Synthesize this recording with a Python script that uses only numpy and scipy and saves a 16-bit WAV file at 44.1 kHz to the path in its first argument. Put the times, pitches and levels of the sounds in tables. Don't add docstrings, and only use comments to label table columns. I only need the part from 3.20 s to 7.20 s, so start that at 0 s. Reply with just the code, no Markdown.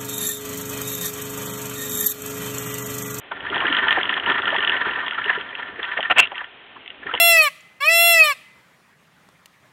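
import sys
import numpy as np
from scipy import signal
from scipy.fft import rfft, irfft, next_fast_len
from scipy.io import wavfile
from scipy.ndimage import uniform_filter1d, map_coordinates

SR = 44100
rng = np.random.default_rng(int(sys.argv[2]) if len(sys.argv) > 2 else 0)


def materialize(psi):
    bounded = np.clip(np.atleast_2d(psi).T, -1, 1)
    quanta = np.round(bounded * 32767).astype(np.int16)
    wavfile.write(sys.argv[1], SR, quanta)


def natural_amplitude(level_db):
    exponent = np.asarray(level_db, float) / 20
    return 10 ** exponent


N = 176400

# frequency [Hz], density [dB per Hz].
HISS_SPECTRUM = [(30, -13), (100, -19), (350, -8.5), (900, -3), (3200, 3.5), (4400, -2.5)]
# time [s], shaking [dB], extra share of the deck [dB].
ROLLING = [(0.099, -49, 7), (0.131, -38.5, 3), (0.362, -23, -4.5), (.8, -21, -8), (.9, -25.5, -1.5),
           (1.699, -23, -8), (1.952, -30.5, -6), (2.102, -22, -11), (2.3, -36, -3), (2.4, -30.5, -5.5),
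           (2.57, -41, 2.5), (2.63, -27, -12), (3.08, -40, 0), (3.201, -29, -16), (3.28, -50, 6),
           (3.79, -54, 11), (3.901, -29, -4), (4, -35.5, -3.5)]
# frequency [Hz], width [Hz], level [dB].
BODY_MODES = [(287, 29, -9.5), (398, 43, -6.5), (564, 350, -25), (711, 100, -6), (988, 81, -6.5),
              (1207, 55, -9.5), (1383.5, 37, -4.5), (1540, 51, -4.5), (1788.4, 80, 1.5), (2500, 2100, -19),
              (2580, 1000, -10), (3170, 370, -9.5), (3900, 340, -15.5)]
# frequency [Hz], density [dB per Hz].
RUMBLE_SPECTRUM = [(25, -32), (60, -5), (150, -5), (250, -1.5), (500, -1.5), (3000, -14.5)]
# time [s], peak [dB], frequency [Hz].
SURGES = [(0.1135, -19, 1450), (0.264, -18.5, 1780), (0.3246, -20.5, 1390), (0.3596, -17, 1780),
          (0.404, -15, 1770), (0.4513, -12.5, 1730), (0.478, -11, 1840), (0.5222, -15.5, 1820),
          (0.5458, -11, 1810), (0.5881, -15, 1780), (0.6225, -26, 1770), (0.6569, -23, 1740),
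          (0.682, -13.5, 1890), (0.7063, -11, 1800), (0.7592, -14, 1780), (0.7826, -14, 1770),
          (0.852, -21.5, 1410), (0.9254, -13.5, 1770), (0.9522, -23, 1750), (1.058, -18.5, 1770),
          (1.0979, -16, 1380), (1.112, -14, 1390), (1.1755, -15.5, 1850), (1.1842, -12, 1360),
          (1.2305, -16.5, 1370), (1.2719, -14, 1390), (1.3348, -20, 1770), (1.3647, -16.5, 1880),
          (1.4267, -17, 1780), (1.4745, -20.5, 1780), (1.5192, -14, 1790), (1.551, -15, 1790),
          (1.6127, -21, 1770), (1.6477, -18.5, 1470), (1.6874, -17.5, 1780), (1.7572, -16, 1820),
          (1.7882, -17, 1770), (1.922, -21.5, 1420), (1.98, -16.5, 1378), (2.0142, -18.5, 1730),
          (2.0302, -26, 1760), (2.0547, -24.5, 1540), (2.079, -15, 1820), (2.0958, -7, 1770),
          (2.1286, -16.5, 1790), (2.3265, -26.5, 1900), (2.423, -21.5, 1800), (2.5566, -28.5, 1840),
          (2.593, -19, 1808), (2.6398, -20.5, 1904), (2.7152, -15, 1810), (2.7733, -10, 1820),
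          (2.807, -27.5, 1940), (2.827, -21, 1850), (2.851, -14.5, 1840)]
# time [s], peak [dB], frequency [Hz].
LAST_SURGES = [
    (3.1437, -28.5, 1840),
    (3.1774, -42, 1910),
    (3.2058, -23.5, 1780),
    (3.701, -36.5, 1875),
    (3.8304, -29, 1763),
    (3.8663, -19.5, 1830),
    (3.8918, -22.5, 1330),
    (3.91, -20, 1516),
    (3.9739, -24, 2090),
]
# time [s], peak [dB], frequency [Hz].
KNOCKS = [(0.114, -21.5, 945), (0.361, -22, 915), (0.417, -19, 972), (0.435, -17, 1030),
          (0.666, -21.5, 875), (0.709, -20, 953), (0.771, -14.5, 748), (0.895, -20.5, 1250),
          (0.973, -23, 1080), (1.065, -20.5, 988), (1.097, -25.5, 1050), (1.182, -31, 977),
          (1.324, -19, 651), (1.345, -17, 958), (1.544, -24, 1030), (1.777, -24.5, 912), (1.83, -26.5, 956),
          (1.87, -26, 1060), (2.096, -22.5, 961), (2.787, -17, 697), (3.117, -23.5, 756),
          (3.209, -27.5, 974), (3.56, -35, 1040), (3.935, -18.5, 999)]
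# time [s], peak [dB].
TICKS_EARLY = [(0.1171, -22), (0.2049, -23), (0.2264, -33), (0.3003, -19.5), (0.3441, -17), (0.3583, -13.5),
               (0.3783, -13.5), (0.403, -14), (0.4669, -12), (0.5253, -9.5), (0.5479, -13.5),
               (0.5665, -7.5), (0.5849, -13), (0.603, -18), (0.6708, -21), (0.6825, -7.5), (0.7065, -8.5),
               (0.7259, -10), (0.8113, -15), (0.8302, -12.5), (0.8538, -11), (0.8924, -11), (0.8929, -14.5),
               (0.9098, -16), (0.9392, -13), (0.976, -14), (0.9974, -16.5), (1.0608, -13), (1.0987, -12.5),
               (1.119, -11.5), (1.1418, -17.5), (1.1812, -16), (1.219, -15), (1.255, -11.5), (1.2787, -12),
               (1.3032, -15.5)]
# time [s], peak [dB].
TICKS_LATE = [(1.3039, -19), (1.3436, -15), (1.3623, -8), (1.383, -13), (1.4042, -14), (1.426, -14.5),
              (1.4472, -12), (1.474, -9), (1.4945, -9), (1.5183, -16.5), (1.5412, -17), (1.5654, -13.5),
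              (1.6152, -21), (1.71, -16.5), (1.734, -18.5), (1.8631, -14.5), (1.8804, -15), (1.9084, -14.5),
              (1.9327, -21), (1.945, -21), (2.0413, -16.5), (2.0588, -19.5), (2.1493, -22.5),
              (2.2101, -20.5), (2.2897, -28.5), (2.3511, -16.5), (2.6294, -15), (2.8053, -16),
              (2.8275, -12.5), (3.071, -22.5), (3.1168, -25), (3.1547, -22), (3.1798, -20.5), (3.243, -25),
              (3.6596, -27.5), (3.677, -23.5), (3.702, -25.5), (3.9383, -13.5), (3.9493, -14.5),
              (3.9745, -19)]
# frequency [Hz], level [dB], 60 dB decay [s].
TICK_MODES = [(1982, -7.5, 0.011), (2890, -5, 0.013), (3279, -2, 0.0072)]
# time [s], peak [dB], frequency [Hz].
THUMPS = [(0.304, -25, 398), (0.358, -27.5, 410), (0.411, -30, 509), (0.442, -24, 380), (0.497, -22.5, 290),
          (0.564, -36, 404), (0.62, -28, 408), (0.778, -20, 380), (1.069, -25.5, 412), (1.099, -24, 398),
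          (1.242, -26.5, 290), (1.379, -27.5, 390), (1.494, -39, 385), (1.547, -25, 430),
          (1.66, -23.5, 384), (1.765, -36.5, 450), (2.056, -25.5, 407), (2.095, -36, 423),
          (2.172, -26, 410), (2.323, -37.5, 428), (2.59, -26, 403), (2.769, -30, 500), (2.904, -29, 494),
          (2.992, -30, 259), (3.857, -28, 402), (3.935, -23.5, 500)]
# time [s], level past the overload [dB].
SLAMS = [
    (.7272, .5),
    (2.909, .25),
    (2.9118, .25),
]
# start [s], rise [s], hold [s], level [dB], casing over body [dB].
JOLTS = [(2.899, 0.0011, 0.026, -17, -7), (2.909, 0.0014, .004, -25, 8), (2.957, 0.02, 0.0057, -16.5, -3),
         (2.982, 0.0024, 0.0013, -18, 9.5), (2.989, 0.0008, .014, -14, 8), (3.01, 0.0011, .002, -24.5, 9),
         (3.016, 0.00067, .0015, -38.5, 13.5), (3.02, 0.0017, 0.0071, -33, 12.5),
         (3.029, 0.0016, 0.0012, -31.5, 17), (3.033, 0.0033, 0.0095, -43, 21.5),
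         (3.05, 0.0022, 0.0056, -45.5, 21.5)]
# frequency [Hz], width [Hz], level [dB].
CASING_MODES = [(2220, 47, -2), (2330, 100, 0), (2706, 160, 15), (3002, 230, 2), (2860, 420, -19)]
# frequency [Hz], gain [dB].
RECORDER_BAND = [(3200, 0.5), (3600, -6.5), (4000, -15), (4400, -28), (4600, -39), (4680, -110)]

OVERLOAD = 0.69


def unit(x):
    return x / np.sqrt(np.mean(x ** 2) + 1e-20)


def along(points, hz):
    f, value = np.transpose(points)
    return np.interp(np.log(hz + 1), np.log(f + 1), value)


def wobble(rate, count=1):
    step = np.arange(0, N + 64, 64)
    curves = []
    for knots in rng.standard_normal((count, 800)):
        coarse = map_coordinates(knots, [step * rate / SR], mode="wrap")
        curves.append(np.interp(np.arange(N), step, coarse))
    return np.array(curves)


def filtered(x, response):
    m = next_fast_len(N + SR // 4)
    return irfft(rfft(x, m) * response(np.fft.rfftfreq(m, 1 / SR)), m)[..., :N]


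def noise_like(spectrum):
    return unit(filtered(rng.standard_normal(N), lambda hz: natural_amplitude(along(spectrum, hz))))


def resonate(drive, modes):
    c, w, db = np.transpose(modes)[..., None]
    rung = filtered(drive, lambda f: natural_amplitude(db) * 1j * f * np.sqrt(w) / (c * c - f * f + 1j * f * w))
    return rung.sum(axis=0)


def shape(rise_s, hold_s, t60):
    t = np.arange(SR // 5) / SR
    decay = natural_amplitude(-60 * np.clip(t - rise_s - hold_s, 0, 1) / t60)
    return np.clip(t / rise_s, 0, 1) * decay


def add(out, s, sound):
    part = out[max(round(s * SR), 0):][:len(sound)]
    part += sound[:len(part)]


def envelope(events):
    out = np.zeros(N)
    for s, db, rise, hold, t60 in events:
        add(out, s, natural_amplitude(db) * shape(rise, hold, t60))
    return out


def hiss():
    return natural_amplitude(-42) * noise_like(HISS_SPECTRUM)


def grit(count):
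    per_s, spread_db, own_share = 3000, 4, 0.65
    hit = rng.random((count + 1, N)) < per_s / SR
    size = rng.standard_normal((count + 1, N))
    stones = unit(hit * np.sign(size) * natural_amplitude(spread_db * np.abs(size)))
    return np.sqrt(own_share) * stones[1:] + np.sqrt(1 - own_share) * stones[0]


def rolling(roll_db, deck_db):
    count = len(BODY_MODES)
    lumps = natural_amplitude(0.53 * wobble(14, count=count) + 3 * wobble(70))
    is_deck = np.array([[hz < 850] for hz, width, db in BODY_MODES])
    drive = grit(count) * lumps * natural_amplitude(roll_db - 2 + is_deck * (deck_db - 4))
    norm = np.sqrt(np.pi / SR * sum(natural_amplitude(db) ** 2 for hz, width, db in BODY_MODES))
    low_cut_hz = 40
    body = filtered(resonate(drive, BODY_MODES), lambda f: 1 / (1 + (low_cut_hz / (f + 1)) ** 4))
    return body / norm


def rumble(roll_db, deck_db):
    kicks = [(s, db - 19.5, 0.008, 0.012, 0.09) for s, db, hz in THUMPS]
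    kicks += [(s, db - 21, 0.004, hold, 0.06) for s, rise, hold, db, casing_db in JOLTS]
    steady_part = natural_amplitude(roll_db + deck_db - 9.5 + 2 * wobble(24)[0])
    return noise_like(RUMBLE_SPECTRUM) * (steady_part + envelope(kicks))


def stones(rows, lead_s, level_db, rise_s, hold_s, t60, width, wide_db):
    out, n = np.zeros(N), SR // 5
    f = np.fft.rfftfreq(n, 1 / SR)
    for s, db, hz in rows:
        w = hz * np.array([[width], [1]])
        scrape = rfft(rng.standard_normal((2, n)))
        mode, broad = irfft(scrape * (1j * f * w / (hz * hz - f * f + 1j * f * w)) ** 2, n)
        swell = np.abs(signal.hilbert(mode)) ** 2
        even = mode / np.sqrt(swell + 0.83 * np.mean(mode ** 2))
        blow = even + natural_amplitude(wide_db) * unit(broad) / 2
        add(out, s - lead_s, natural_amplitude(db + level_db) * shape(rise_s, hold_s, t60) * blow)
    return out


def surges():
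    return stones(list(SURGES) + list(LAST_SURGES), lead_s=0.002, level_db=-2, rise_s=0.004,
                  hold_s=0.005, t60=0.035, width=0.099, wide_db=-4.5)


def knocks():
    return stones(KNOCKS, lead_s=0.001, level_db=-3.5, rise_s=0.004,
                  hold_s=0.007, t60=0.045, width=0.28, wide_db=0.5)


def ping(hz, rise_s, t60):
    t = np.arange(SR // 20) / SR
    env = (1 - np.exp(-(t / rise_s) ** 2)) * natural_amplitude(-60 * t / t60)
    return env / env.max() * np.sin(2 * np.pi * hz * t)


def chatter(roll_db, clear):
    per_s = 32
    faint = []
    for i, (late, size) in enumerate(rng.standard_normal((200, 2))):
        s = (i + 0.14 * late) / per_s
        near = np.abs(s - np.array(clear)[:, 0]).min() < 0.014
        if 0 < s * SR < N - 1 and not near:
            faint.append((s, roll_db[int(s * SR)] - 5 + 4 * size))
    return faint


def ticks(roll_db):
    out, t = np.zeros(N), np.arange(SR // 20) / SR
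    clear = list(TICKS_EARLY) + list(TICKS_LATE)
    rattle = unit(filtered(rng.standard_normal(N), lambda f: np.exp(-((f - 3000) / 500) ** 2)))
    for s, db in clear + chatter(roll_db, clear):
        buzz = natural_amplitude(-15 - 60 * t / 0.06) * np.resize(rattle[int(s * SR):], len(t))
        ring = np.zeros(len(t))
        for hz, level_db, t60 in TICK_MODES:
            size, tune = rng.standard_normal(2)
            ring += natural_amplitude(level_db + 3 * size) * ping(hz * (1 + 0.038 * tune), 0.00091, t60)
        add(out, s + 0.0006, natural_amplitude(db + 1) * (ring / np.abs(ring).max() + buzz))
    return out


def thumps():
    return stones(THUMPS, lead_s=0, level_db=-3.5, rise_s=0.0022,
                  hold_s=0.012, t60=0.045, width=0.16, wide_db=-5.5)


def slammed(x):
    gain, half = np.ones(N), SR // 500
    for s, over_db in SLAMS:
        start = round(s * SR) - half // 2
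        peak = start + np.argmax(np.abs(x[0, start:start + half]))
        lift = OVERLOAD * natural_amplitude(over_db) / np.abs(x[0, peak]) - 1
        gain[peak - half:peak + half + 1] += lift * np.hanning(2 * half + 1)
    return x * gain


def shaken(modes):
    x = unit(resonate(rng.standard_normal((len(modes), N)), modes))
    return unit(x / np.sqrt(uniform_filter1d(x ** 2, size=110) + 0.12))


def jolts():
    t60 = 0.015
    shake = envelope([(s, db, rise, hold, t60) for s, rise, hold, db, casing_db in JOLTS])
    ring = envelope([(s, db + casing_db, rise, hold, t60) for s, rise, hold, db, casing_db in JOLTS])
    return shake * shaken(BODY_MODES[3:]) + ring * shaken(CASING_MODES)


def scene():
    s, *columns = np.transpose(ROLLING)
    roll_db, deck_db = [np.interp(np.arange(N) / SR, s, c) for c in columns]
    road = rolling(roll_db, deck_db) + rumble(roll_db, deck_db)
    blows = surges() + knocks() + thumps() + jolts()
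    return (hiss() + road + blows + ticks(roll_db))[None]


def low_pass(x):
    return signal.sosfilt(signal.butter(12, 15760, fs=SR, output="sos"), x)


def record(dry):
    narrow = filtered(dry, lambda hz: natural_amplitude(along(RECORDER_BAND, hz)))
    clipped = np.clip(slammed(narrow), -OVERLOAD, OVERLOAD)
    mix = clipped + natural_amplitude(-101) * rng.standard_normal(clipped.shape)
    return low_pass(mix)


dry = scene()
out = record(dry)
materialize(out)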